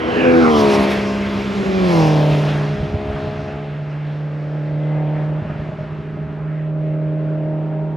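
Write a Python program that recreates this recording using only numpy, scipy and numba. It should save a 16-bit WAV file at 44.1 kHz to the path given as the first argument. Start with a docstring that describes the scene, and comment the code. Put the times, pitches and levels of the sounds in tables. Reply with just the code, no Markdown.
"""At a barrier beside a hill road, two race cars pass from the left and run off down the hill.
A six-cylinder coupe leads and rebounds off the far barrier; its crank orders are summed cosines.
A four-cylinder estate follows, lifts off twice, burbles and pops: firing orders and ringing pulses.
Tyre and gas roar is banded noise, dulled by distance; faint whines and rasps surface from far off."""
import sys
import numpy as np
from scipy import signal
from scipy.fft import rfft, irfft, next_fast_len
from scipy.io import wavfile
from numba import njit

SR = 44100
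rng = np.random.default_rng(int(sys.argv[2]) if len(sys.argv) > 2 else 0)


def transcribe(u):
    """Save the signal u as a 16-bit wav file named by the first command-line argument.

    u: samples, shape (n,) or (channels, n), limited to [-1, 1]; the rate is SR.
    q: integer samples, one column per channel.
    """
    v = np.clip(np.atleast_2d(u).T, -1, 1)
    q = np.round(v * 32767).astype(np.int16)
    wavfile.write(sys.argv[1], SR, q)


N = 351036  # samples


def undb(db):
    """Decibel law: 20 dB is a factor of ten in amplitude."""
    return 10 ** (np.asarray(db) / 20)


def curves(table):
    """Linear interpolation: the columns of a timed table at every sample."""
    s, *columns = np.transpose(table)
    return [np.interp(np.arange(N) / SR, s, c) for c in columns]


def gate(table, fade_s=0.011):
    """Linear fading: 1 within the time span of a table, 0 outside."""
    t = np.arange(N) / SR
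    return np.clip(np.minimum(t - table[0][0], table[-1][0] - t) / fade_s + 1, 0, 1)


def across(hz, table):
    """Logarithmic pitch: a spectrum table read along a log frequency axis."""
    f, v = np.transpose(table)
    return np.interp(np.log(np.maximum(hz, 1)), np.log(f), v)


def between(x, marks, columns):
    """Logarithmic interpolation: a blend of the level curves at the nearest marks."""
    weights = [np.interp(np.log(x), np.log(marks), row) for row in np.eye(len(marks))]
    return sum(w * c for w, c in zip(weights, columns) if w)


def unit(x):
    """Normalisation: scale to a root mean square of 1."""
    return x / np.sqrt(np.mean(x ** 2))


@njit
def svf(x, hz, width):
    """Resonance: a state-variable band-pass with gain 1 at the centre."""
    y, b, l = np.empty(len(x)), 0., 0.
    g, k = np.tan(np.pi * hz / SR), width / hz
    for i in range(len(x)):
        v = (b + g * (x[i] - l)) / (1 + g * (g + k))
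        b, l, y[i] = 2 * v - b, l + 2 * g * v, k * v
    return y


def resonate(x, hz, width):
    """Cascaded resonance: two equal band-passes in a row, narrower together than one."""
    return svf(svf(x, 1. * hz, 1. * width), 1. * hz, 1. * width)


def walk(rate):
    """Random drift: normal draws at a rate per second joined by lines, spread about 1.5."""
    knots = rng.standard_normal(int(N / SR * rate) + 2)
    return 1.82 * np.interp(np.arange(N) / SR * rate, np.arange(len(knots)), knots)


def partial(turns, db, rough):
    """Harmonic order: a cosine in step; uneven burning and moving air shake its size and phase."""
    size = undb(db + 3.6 * rough * walk(16))
    return -np.sqrt(2) * size * np.cos(2 * np.pi * turns + rough * walk(30))


def murmur(hz, db, drift_hz):
    """Narrow-band noise: two random drifts modulate a moving carrier in quadrature."""
    angle = 2 * np.pi * np.cumsum(hz) / SR
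    return undb(db) * unit(walk(drift_hz) * np.cos(angle) + walk(drift_hz) * np.sin(angle))


# Each car on a straight line: speed in m/s, time heard abreast in seconds, nearest distance in m.
COUPE_PATH, ESTATE_PATH = (47.1, .551, 8.3), (46.8, 1.942, 7.05)
SOUND_M_S = 343


def passing(speed, s, nearest):
    """Retarded time: metres past and metres away as the sound left the car, with its Doppler factor."""
    t = np.linspace(-2, 10, 2400)
    along = speed * (t - s)
    # the delay is counted from the nearest point
    heard = t + (np.hypot(along, nearest) - nearest) / SOUND_M_S
    along = np.interp(np.arange(N) / SR, heard, along)
    r = np.hypot(along, nearest)
    return along, r, 1 / (1 + speed * along / r / SOUND_M_S)


# Faint far whines. Each row: time in seconds, frequency in Hz, level in dB.
FAR_WHINES = [
    [(4.77, 2030, -55), (4.9, 2045, -52), (4.95, 2050, -56), (5, 2060, -51), (5.05, 2060, -60),
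     (5.17, 2100, -55), (5.22, 2100, -62)],
    [(5.9, 1290, -58), (6.1, 1290, -53), (6.3, 1280, -56)],
]
# Faint hum from down the hill. Each row: time in seconds, frequency in Hz, level in dB.
HUM = [(5.4, 397.6, -50.5), (5.8, 392.4, -44), (6.5, 397, -42.5), (7.1, 396, -43), (7.35, 397, -41.5),
       (7.6, 398.4, -46), (7.8, 398, -37), (7.96, 400.2, -45)]
HUM_OCTAVE_DB = -12  # against the hum
# Short rough far rasps. Each row: time in seconds, centre in Hz, level in dB.
RASPS = [
    [(5.12, 1797, -58), (5.19, 1765, -44.5), (5.25, 1610, -54)],
    [(6.48, 1750, -59), (6.6, 1880, -47), (6.67, 1850, -59)],
]


def far_whines():
    """Tone and noise: unsteady cosines for whines and hum, narrow-band noise for rasps."""
    far = 0
    for whine, rough in [(row, .7) for row in FAR_WHINES] + [(HUM, .23)]:
        hz, db = curves(whine)
        far = far + gate(whine) * partial(np.cumsum(hz) / SR, db, rough)
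    hz, db = curves(HUM)
    far += gate(HUM) * partial(2 * np.cumsum(hz) / SR, db + HUM_OCTAVE_DB, .3)
    return far + sum(gate(rasp) * murmur(*curves(rasp), 600) for rasp in RASPS)


# Turbo whistle of the estate. Each row: time in seconds, centre in Hz, level in dB.
WHISTLE = [(1.75, 12300, -78), (1.9, 11750, -68), (2.0, 11350, -66), (2.15, 11500, -67), (2.4, 11700, -70),
           (2.6, 11750, -82)]


def turbo_whistle():
    """Narrow-band noise: a thin high whistle around a gliding centre."""
    return gate(WHISTLE) * murmur(*curves(WHISTLE), 250)


# Rumble, body, roar and hiss. Each row: coupe abreast in dB, estate abreast in dB,
# loss in dB per tenfold distance, gain from behind in dB, share of the swells.
ROAR = [(-36.5, -37, 10, 0.2, 0.47), (-27.5, -33, 13.5, -2.5, 0.92), (-30.5, -35.5, 10.5, 1.5, 1),
        (-33.5, -35.5, 28.5, 3, 0.52)]
# The roar swells and sinks down the hill. 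Each row: time in seconds, change in dB before that share.
SWELLS = [(0, 4), (.25, 4.5), (.55, -5), (.83, 4.5), (1.05, -1), (1.9, -0.6), (2.5, 3), (2.95, -2.5),
          (3.2, 1.5), (3.8, -3.5), (4.5, -4.5), (5.2, 2), (5.9, -1.5), (6.3, -2), (6.6, -1.5), (6.9, -2.5),
          (7.2, -2.5), (7.6, -1.5), (7.96, -3)]


def roar_levels():
    """Distance loss and directivity: four base levels of roar in dB for each car."""
    swell = curves(SWELLS)[0]
    cars = []
    for car, path in enumerate((COUPE_PATH, ESTATE_PATH)):
        along, r, _ = passing(*path)
        bands = []
        for row in ROAR:
            loss = row[2] * np.log10(r / path[2])
            bands.append(row[car] - loss + row[3] * along / r + row[4] * swell)
        cars.append(bands)
    return np.array(cars)


# Estate off the throttle. Each row: start in seconds, end in seconds, burble in dB,
# stutter of the firing in dB per unit drift, firing note change in dB (only drops act), deep burble in dB.
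OVERRUN = [(2.76, 3.13, -38, 10.5, -2, -33.5), (3.13, 3.55, -49, 2, 1, -34),
           (5.412, 5.815, -34.5, 4.5, -3, -40.5), (5.845, 6.394, -36.5, 1.5, -1, -39)]


def lifted():
    """Engine load: change of the estate's firing note in dB, lower while off the throttle."""
    return np.min([row[4] * gate([row[:1], row[1:2]]) for row in OVERRUN], axis=0)


# Centres of the four roar levels in Hz.
ROAR_HZ = [70, 400, 1500, 5500]
# Colour of the roar. Each row: frequency in Hz, change in dB.
ROAR_COLOUR = [(30, -8.5), (45, -11), (70, 6), (1500, 1.5), (2600, 6), (3600, 2), (5500, 1.5), (8000, -16),
               (11000, -6.5), (15000, -17.5)]
# The treble comes and goes on its own. Each row: time in seconds, change in dB.
TREBLE = [(0, -2), (.2, 0.5), (.4, -2), (.52, -0.5), (.61, 1), (.67, -3), (.74, 3), (.79, -1), (.83, 2),
          (.87, -1.5), (.92, 6), (.96, 2), (1.3, 4), (1.55, 6), (1.85, 0), (2.05, -2), (2.2, 0.5),
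          (2.42, 4.5), (2.7, 1.5), (2.9, 1), (3.3, 1.5), (3.7, -1.5), (4.5, 1.5), (5.3, -3), (5.7, 2.5),
          (6.5, -4), (7.96, -1.5)]
# The hiss tears in patches just behind the coupe. Each row: m past the listener, dB per unit drift.
TEARING = [(-1, 0), (3, .6), (17, .6), (21, 0)]
LIFT_RUMBLE_DB = 5  # in the first off-throttle stretch


def roar():
    """Turbulence noise: tyres and gas as third-octave bands of noise that flicker."""
    levels = 10 * np.log10(undb(2 * roar_levels()).sum(axis=0))  # powers of the two cars add
    levels[0] += LIFT_RUMBLE_DB * gate([OVERRUN[0][:1], OVERRUN[0][1:2]])
    levels[3] += curves(TREBLE)[0]
    out, gusts, tears = 0, walk(7.1), walk(45)
    tear_db = np.interp(passing(*COUPE_PATH)[0], *np.transpose(TEARING))
    for hz in 32 * 2 ** np.arange(0, 9, 1 / 3):
        band = unit(resonate(rng.standard_normal(N), hz, hz / 3))
        bright = min(hz / 5000, 1)
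        db = between(hz, ROAR_HZ, levels) + across(hz, ROAR_COLOUR) - 6.5
        db += 0.17 * bright * gusts + (1.04 + 0.33 * bright) * walk(12)
        db += (2500 < hz < 9000) * tear_db * (tears + walk(37.0))
        # air swallows the top faster still as the cars get far
        db += .5 * max(np.log2(hz / 6000), 0) * (levels[3] + 26.5)
        out = out + undb(db) * band
    return out


PIPE_SMEAR = .027  # turns of lag per squared order: higher orders leave the pipe later

# Coupe engine speed. Each row: time in seconds, crank turns in Hz before Doppler shift.
COUPE_REVS = [(.12, 71.24), (.22, 74.25), (3.6, 80.01), (6.3, 79.85), (7, 78.7)]
# Coupe over crests and dips. Each row: time in seconds, base level in dB.
COUPE_LEVEL = [(0, -20.5), (.1, -21), (.22, -17.5), (.3, -12), (.5, -13.5), (.8, -16.5), (1, -23.5),
               (1.4, -24.5), (1.9, -32), (2.45, -30), (3, -31), (3.6, -34.5), (3.9, -42.5), (5.3, -37.5),
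               (5.8, -39), (6.3, -36), (6.6, -45), (7.96, -36.5)]
# Places of the coupe's voice in metres past the listener.
COUPE_PLACES_M = (-15, -4, 5, 24, 42, 110, 180, 235)
# Coupe voice. Each row: crank order, then dB against the base level at each place.
COUPE_VOICE = [(3, -1.5, -1, -4, 2, 3, -2.5, -4, -2.5), (4, -7.5, -5, -13, -13, -9.5, -6, -11.5, -6.5),
               (5, -1, -8.5, -5, -11, -12, -6, -10.5, -8.5), (6, -2.5, -5, 0.5, -11.5, -7, 1.6, -12.5, -5),
               (8, -20, -19, -14.5, -15, -21, -15.5, -6.5, -17.5),
               (9, -16, -14, -7.5, -10, -15.5, 0, -7, -7),
               (10, -30, -12.5, -13, -10.5, -19, -8, -13, -26.5),
               (12, -37, -31, -28, -32, -25, -12, -10.5, -17),
               (13.5, -31, -21, -13, -18, -19, -27, -28.5, -30),
               (18, -28, -23, -23, -17.5, -28, -36, -32.5, -37.5)]
# Other coupe orders. Each row: multiple of the crank rate, dB against the nearest voiced orders.
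COUPE_ORDERS = [(1, -17), (1.5, -18.5), (2, -16.5), (7, -8.5), (11, -3), (15, -0.5), (16, 1)]


def coupe():
    """Engine orders: six cylinders in two banks sound multiples of the crank rate, Doppler-shifted."""
    along, _, doppler = passing(*COUPE_PATH)
    turns = np.cumsum(curves(COUPE_REVS)[0] * doppler) / SR
    marks = [row[0] for row in COUPE_VOICE]
    level_db = curves(COUPE_LEVEL)[0]
    levels = [level_db + np.interp(along, COUPE_PLACES_M, row[1:]) for row in COUPE_VOICE]
    # orders 4 and 5, between the firings, flutter most while the car is near
    uneven = np.interp(along, (20, 60), (.42, .1))
    # still half hidden by the bend, it arrives broken up
    broken = 1 + 4 * np.exp(-np.arange(N) / SR / .16)
    out = 0
    for k, db in zip(marks, levels):
        rough = broken * (.07 + .013 * k) + (k in (4, 5)) * uneven
        out = out + partial(k * turns - PIPE_SMEAR * k ** 2, db, rough)
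    for k, db in COUPE_ORDERS:
        order_db = between(k, marks, levels) + db
        out += partial(k * turns - PIPE_SMEAR * k ** 2, order_db, 0.036 + 0.033 * k)
    return out * undb(-2.2 * (broken - 1) * abs(walk(22)))


# Roar bands that slide down as the coupe draws level. Each row: time in seconds, centre in Hz, level in dB.
COUPE_SWISH = [
    [(0, 3050, -42), (.12, 2886, -34.5), (.25, 2530, -24.5), (.38, 2330, -35.5), (.5, 2080, -32.5)],
    [(.15, 1730, -30.5), (.27, 1578, -29.5), (.4, 1490, -31.5), (.45, 1280, -18.5), (.5, 1053, -29),
     (.7, 943, -25.5), (.85, 912, -31.5)],
    [(.49, 3290, -44), (.55, 3185, -30), (.6, 3050, -43)],
]
# Drift rate of each sliding band in Hz, which sets its width.
SWISH_DRIFT_HZ = [750, 450, 500]


def coupe_swish():
    """Gliding narrow-band noise: three bands slide down in pitch."""
    return sum(gate(band) * murmur(*curves(band), drift_hz)
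               for band, drift_hz in zip(COUPE_SWISH, SWISH_DRIFT_HZ))


# Coupe off the far barrier. Each row: time in seconds, crank turns in Hz, level of order 6 in dB.
REBOUND = [(.8, 73, -55), (.92, 72, -30.5), (1.1, 70.5, -29), (1.27, 70, -38), (1.36, 70, -33),
           (1.55, 70.6, -32.5), (1.65, 70, -39)]


def coupe_rebound():
    """Reflection: crank orders 6 and 5 return from the far barrier at their own pitch."""
    back_hz, back_db = curves(REBOUND)
    back = np.cumsum(back_hz) / SR
    return gate(REBOUND) * (partial(6 * back, back_db, 0.46) + partial(5 * back, back_db - 5, 0.18))


# Estate engine speed. Each row: time in seconds, firing rate in Hz before Doppler shift.
ESTATE_REVS = [(3.9, 168.2), (5.2, 172.5), (6.6, 174.6), (7.25, 175.3), (7.8, 176.1)]
# Estate under throttle. Each row: time in seconds, firing note in dB, overtone base level in dB.
ESTATE_LEVEL = [(1.3, -38, -92), (1.6, -25, -44), (1.8, -19, -35.5), (2, -14, -25.5), (2.3, -14, -32),
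                (2.5, -18.5, -37), (2.7, -20, -45.5), (3.55, -30, -54), (3.75, -26, -48.5),
                (4.1, -23, -45.5), (4.4, -24, -41), (5, -18.5, -35), (5.2, -19.5, -37), (5.38, -20.5, -38),
                (6, -23, -49.5), (6.45, -23.5, -46.5), (6.9, -20, -36.5), (7.5, -21, -35), (7.96, -23, -42)]
# Places of the estate's voice in metres past the listener.
ESTATE_PLACES_M = (-12, 3, 14, 60, 220)
# Estate voice. Each row: firing multiple, then dB against the overtone base level at each place.
ESTATE_VOICE = [(2, 16, 7.5, 6, 2.5, 4), (3, 5, 2, 0.5, -2, -13), (4, -1, -12, 2, -4, -2.3),
                (5, -14, 3, 2, -6.5, -19), (6, -4, 0, -1, -10.5, -17.5), (7, -22, -8, -11, -28.5, -35)]
# Half orders at each place: dB against the overtone base level.
HALF_ORDERS_DB = (-3.5, -3, -1, -4, -4)
# Quarter orders at each place: dB against the half orders.
QUARTERS_DB = (-4, -2, 0, -4, -3.5)
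# Relative steepness at each place of the half orders' upward fall.
HALF_ROLL = (0.8, 0.14, .4, 0.83, 0.99)
# Relative roughness of the half and quarter orders at each place.
UNEVEN = (1.2, .7, 1, .9, .8)
# A pipe resonance that points backward: lift in dB at each place.
PIPE_PEAK_DB = (2, 3.5, 6, 8.2, 9.1)
# High orders come clear twice on the far slope. Each row: time in seconds, change in dB.
UPPER = [(2.6, -2.5), (4.6, -7), (5, 5.5), (5.2, 6.5), (5.35, 0), (5.6, -3), (7.25, -5), (7.55, 6.5),
         (7.96, 12)]
OVERTONE_DROP = 1.2  # times the drop of the firing note
PIPE_PEAK_HZ, PIPE_PEAK_WIDTH_HZ = 640, 34
PIPE_DIP_HZ, PIPE_DIP_DB = 695, -6  # the null just above the resonance
# Gear whine. Each row: time in seconds, base level in dB.
GEARS = [(1.6, -54), (1.72, -39), (1.8, -38), (1.86, -43), (1.93, -39), (2.0, -56)]
# Gear orders. Each row: multiple of the firing rate, dB against the base level.
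GEAR_ORDERS = [(7.57, -0.79), (12.8, -1.5)]


def estate():
    """Firing harmonics: four cylinders sound multiples; unequal ones add half and quarter orders."""
    along, _, doppler = passing(*ESTATE_PATH)
    hz = curves(ESTATE_REVS)[0] * doppler
    fires = np.cumsum(hz) / SR
    note_db, over_db = curves(ESTATE_LEVEL) + lifted() * np.array([[1], [OVERTONE_DROP]])
    marks = [1] + [row[0] for row in ESTATE_VOICE]
    levels = [note_db] + [over_db + np.interp(along, ESTATE_PLACES_M, row[1:]) for row in ESTATE_VOICE]
    half_db = over_db + np.interp(along, ESTATE_PLACES_M, HALF_ORDERS_DB)
    by_place = (HALF_ROLL, UNEVEN, QUARTERS_DB, PIPE_PEAK_DB)
    roll, uneven, quarter_db, peak_db = (np.interp(along, ESTATE_PLACES_M, row) for row in by_place)
    upper_db = curves(UPPER)[0]
    out = 0
    for k in np.arange(2, 30) / 4:
        between_firings = k % 1 != 0
        if between_firings:
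            # the pipe carries these best near three and a half firings
            db = half_db - 5.4 * abs(np.log2(k / 3.75)) - 22.7 * roll * max(np.log2(k / 3.55), 0)
            db = db + (k > 4.6) * .6 * upper_db + (k % 1 != .5) * quarter_db
        else:
            db = between(k, marks, levels) + (k > 4) * upper_db
        # orders around the pipe resonance stay in step and throb once in four firings
        lag = rng.random() if between_firings and not 3.6 < k < 4.6 else PIPE_SMEAR * k ** 2
        db = db + peak_db * np.exp(-((k * hz - PIPE_PEAK_HZ) / PIPE_PEAK_WIDTH_HZ) ** 2)
        db = db + PIPE_DIP_DB * np.exp(-((k * hz - PIPE_DIP_HZ) / 20) ** 2)
        rough = .05 + (.05 * uneven if between_firings else .03) * k
        out = out + partial(k * fires - lag, db, rough)
    gear_on, gear_db = gate(GEARS), curves(GEARS)[0]
    for k, db in GEAR_ORDERS:
        out += gear_on * partial(k * fires, gear_db + db, .8)
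    return fires, out * gate(ESTATE_LEVEL, .2)


# Pipe resonances. Each row: centre in Hz, nominal width in Hz, level in dB.
# The first is the deep burble, the others together the burble; each of the two is then normalised.
PIPE = [(86, 31, 0), (150, 130, 1), (291, 160, -26)]
BARK_HZ, BARK_STAGE_WIDTH_HZ = 617, 152
BARK_DB = -19.5  # against the burble
# The estate's level dips briefly. Each row: centre in seconds, half length in seconds, depth in dB.
DIPS = [(5.779, .012, -10.5), (5.822, 0.0089, -10), (5.887, 0.024, -6), (6.023, 0.012, -8),
        (6.272, 0.0067, -10)]
# Unburnt fuel pops in the pipe. Each row: time in seconds, peak in dB, thump in Hz,
# bark in dB before the peak is normalised.
POPS = [(2.8, -13, 81, -31), (2.828, -14.5, 144, -34.5), (2.903, -15.5, 74.5, -30), (2.916, -16, 77.4, -29),
        (2.94, -10, 108, -25.5), (2.952, -12, 115, -26), (3.099, -14, 99.5, -28), (3.13, -13.5, 76.5, -27),
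        (3.152, -27.5, 148, -34), (3.271, -19, 145.4, -27), (3.388, -20.5, 145, -27),
        (3.479, -20, 152, -32), (5.419, -15.5, 118, -32), (5.448, -17, 162, -31), (5.498, -15, 147, -25),
        (5.518, -19.5, 154.5, -27), (5.556, -17, 140, -28.5), (5.594, -16, 91, -26.5),
        (5.687, -16, 147, -26.5), (5.718, -19.5, 166, -24), (5.786, -19.5, 163, -25.5),
        (5.807, -18.5, 148, -28.5), (5.835, -22, 151, -30.5), (6.17, -19.5, 159, -27.5)]
POP_T60_S, BARK_T60_S, POP_RISE_S = .045, .08, .0015


def overrun(fires, four):
    """Pulse excitation: off the throttle uneven firings ring the pipe, the note stutters and fuel pops."""
    at = np.flatnonzero(np.diff(np.floor(fires)))
    pulses = np.zeros(N)
    chance = rng.random((len(at), 2))
    sign = np.where(chance[:, 1] < .35, -1, 1)
    pulses[at] = undb(-3.0 * np.log(0.035 + chance[:, 0])) * sign
    # each stage is wider than nominal because two in a row narrow the band
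    deep, *rest = [undb(db) * resonate(pulses, hz, 1.5 * width) for hz, width, db in PIPE]
    deep, thump = unit(deep), unit(sum(rest))
    bark = unit(resonate(pulses, BARK_HZ, BARK_STAGE_WIDTH_HZ))
    out = four.copy()
    for start, end, db, stutter_db, _, deep_db in OVERRUN:
        lift = gate([(start,), (end,)])
        out = out * undb(-lift * stutter_db * abs(walk(35)))
        out += lift * undb(db) * (thump + undb(BARK_DB) * bark)
        out += lift * undb(deep_db) * deep
    for s, length, db in DIPS:
        out *= undb(db * np.exp(-((np.arange(N) / SR - s) / length) ** 2))
    t = np.arange(4096) / SR
    for s, db, hz, bark_db in POPS:
        ring = np.sin(2 * np.pi * hz * t) * undb(-60 * t / POP_T60_S)
        ring += undb(bark_db - db - 60 * t / BARK_T60_S) * np.sin(2 * np.pi * BARK_HZ * t)
        ring *= 1 - np.exp(-t / POP_RISE_S)
        out[int(s * SR):int(s * SR) + len(t)] += undb(db) * ring / ring.max()
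    return out


AHEAD = .1  # leftward sine of the bearing of the road ahead


def bearing():
    """Power weighting: leftward sine of the cars' bearing, led by the one with the louder hiss."""
    weights = undb(2 * roar_levels()[:, 3])
    left = []
    for path in (COUPE_PATH, ESTATE_PATH):
        along, r, _ = passing(*path)
        left.append(AHEAD + (1 - AHEAD) * (1 - along / r) / 2 + path[2] / r / 4)
    return np.sum(weights * np.minimum(left, 1), axis=0) / weights.sum(axis=0)


# Side signal for a source fully left. Each row: frequency in Hz, side against mid in dB.
PORT_SIDE = [(50, -20), (200, -9.5), (550, -4.5), (900, -1), (1800, -1), (2700, -12), (4000, -30)]
# Extra lead of side beyond a quarter turn. Each row: frequency in Hz, lead in radians.
PORT_TURN = [(800, 0), (1250, .35), (2700, 1.1)]
# Fixed balance. Each row: frequency in Hz, share moved to the left.
PORT_TILT = [(60, -.075), (170, -.11), (300, .05), (550, .2), (850, .06), (1300, .08), (2500, 0)]
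# Diffuse side before the bearing's gain. Each row: frequency in Hz, level against mid in dB.
SPREAD = [(60, -34), (300, -26), (900, -15), (1300, -9), (2000, -12), (3000, -21), (4500, -36), (7000, -20),
          (10000, -7), (15000, -4)]


def ports(mid):
    """Interaural delay: at two close ports, sound from the left makes side lead mid by a quarter turn up."""
    size = next_fast_len(N + 16384)
    hz = np.arange(size // 2 + 1) * SR / size
    spectrum = rfft(mid, size)
    left = bearing()
    lead = 1j * np.exp(1j * across(hz, PORT_TURN)) * undb(across(hz, PORT_SIDE))
    side = left * irfft(spectrum * lead, size)[:N]
    side += irfft(spectrum * across(hz, PORT_TILT), size)[:N]
    # a randomly smeared copy widens the sound, most in the top treble
    n = np.arange(8192)
    smear = rng.standard_normal(len(n)) * np.exp(-n / SR / .04)
    smear = rfft(smear / np.linalg.norm(smear), size) * undb(across(hz, SPREAD))
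    side += (1 + 1.5 * left) * irfft(spectrum * smear, size)[:N]
    return np.array([mid + side, mid - side])


def scene():
    """Superposition: all sources add in air before they reach the two ports."""
    background = far_whines() + turbo_whistle() + roar()
    leader = coupe() + coupe_swish() + coupe_rebound()
    return ports(background + leader + overrun(*estate()))


HISS_DB = -88
TOP_HZ = 15700


def record(dry):
    """Band-limiting and saturation: faint hiss, deepest bass lost, peaks rounded, then the top cut."""
    hiss = undb(HISS_DB) * rng.standard_normal(dry.shape)
    heard = signal.sosfilt(signal.butter(4, 38, "high", fs=SR, output="sos"), dry + hiss)
    rounded = 1.3 * np.tanh(heard / 1.3)
    return signal.sosfilt(signal.ellip(10, .2, 80, TOP_HZ, fs=SR, output="sos"), rounded)


dry = scene()
out = record(dry)
transcribe(out)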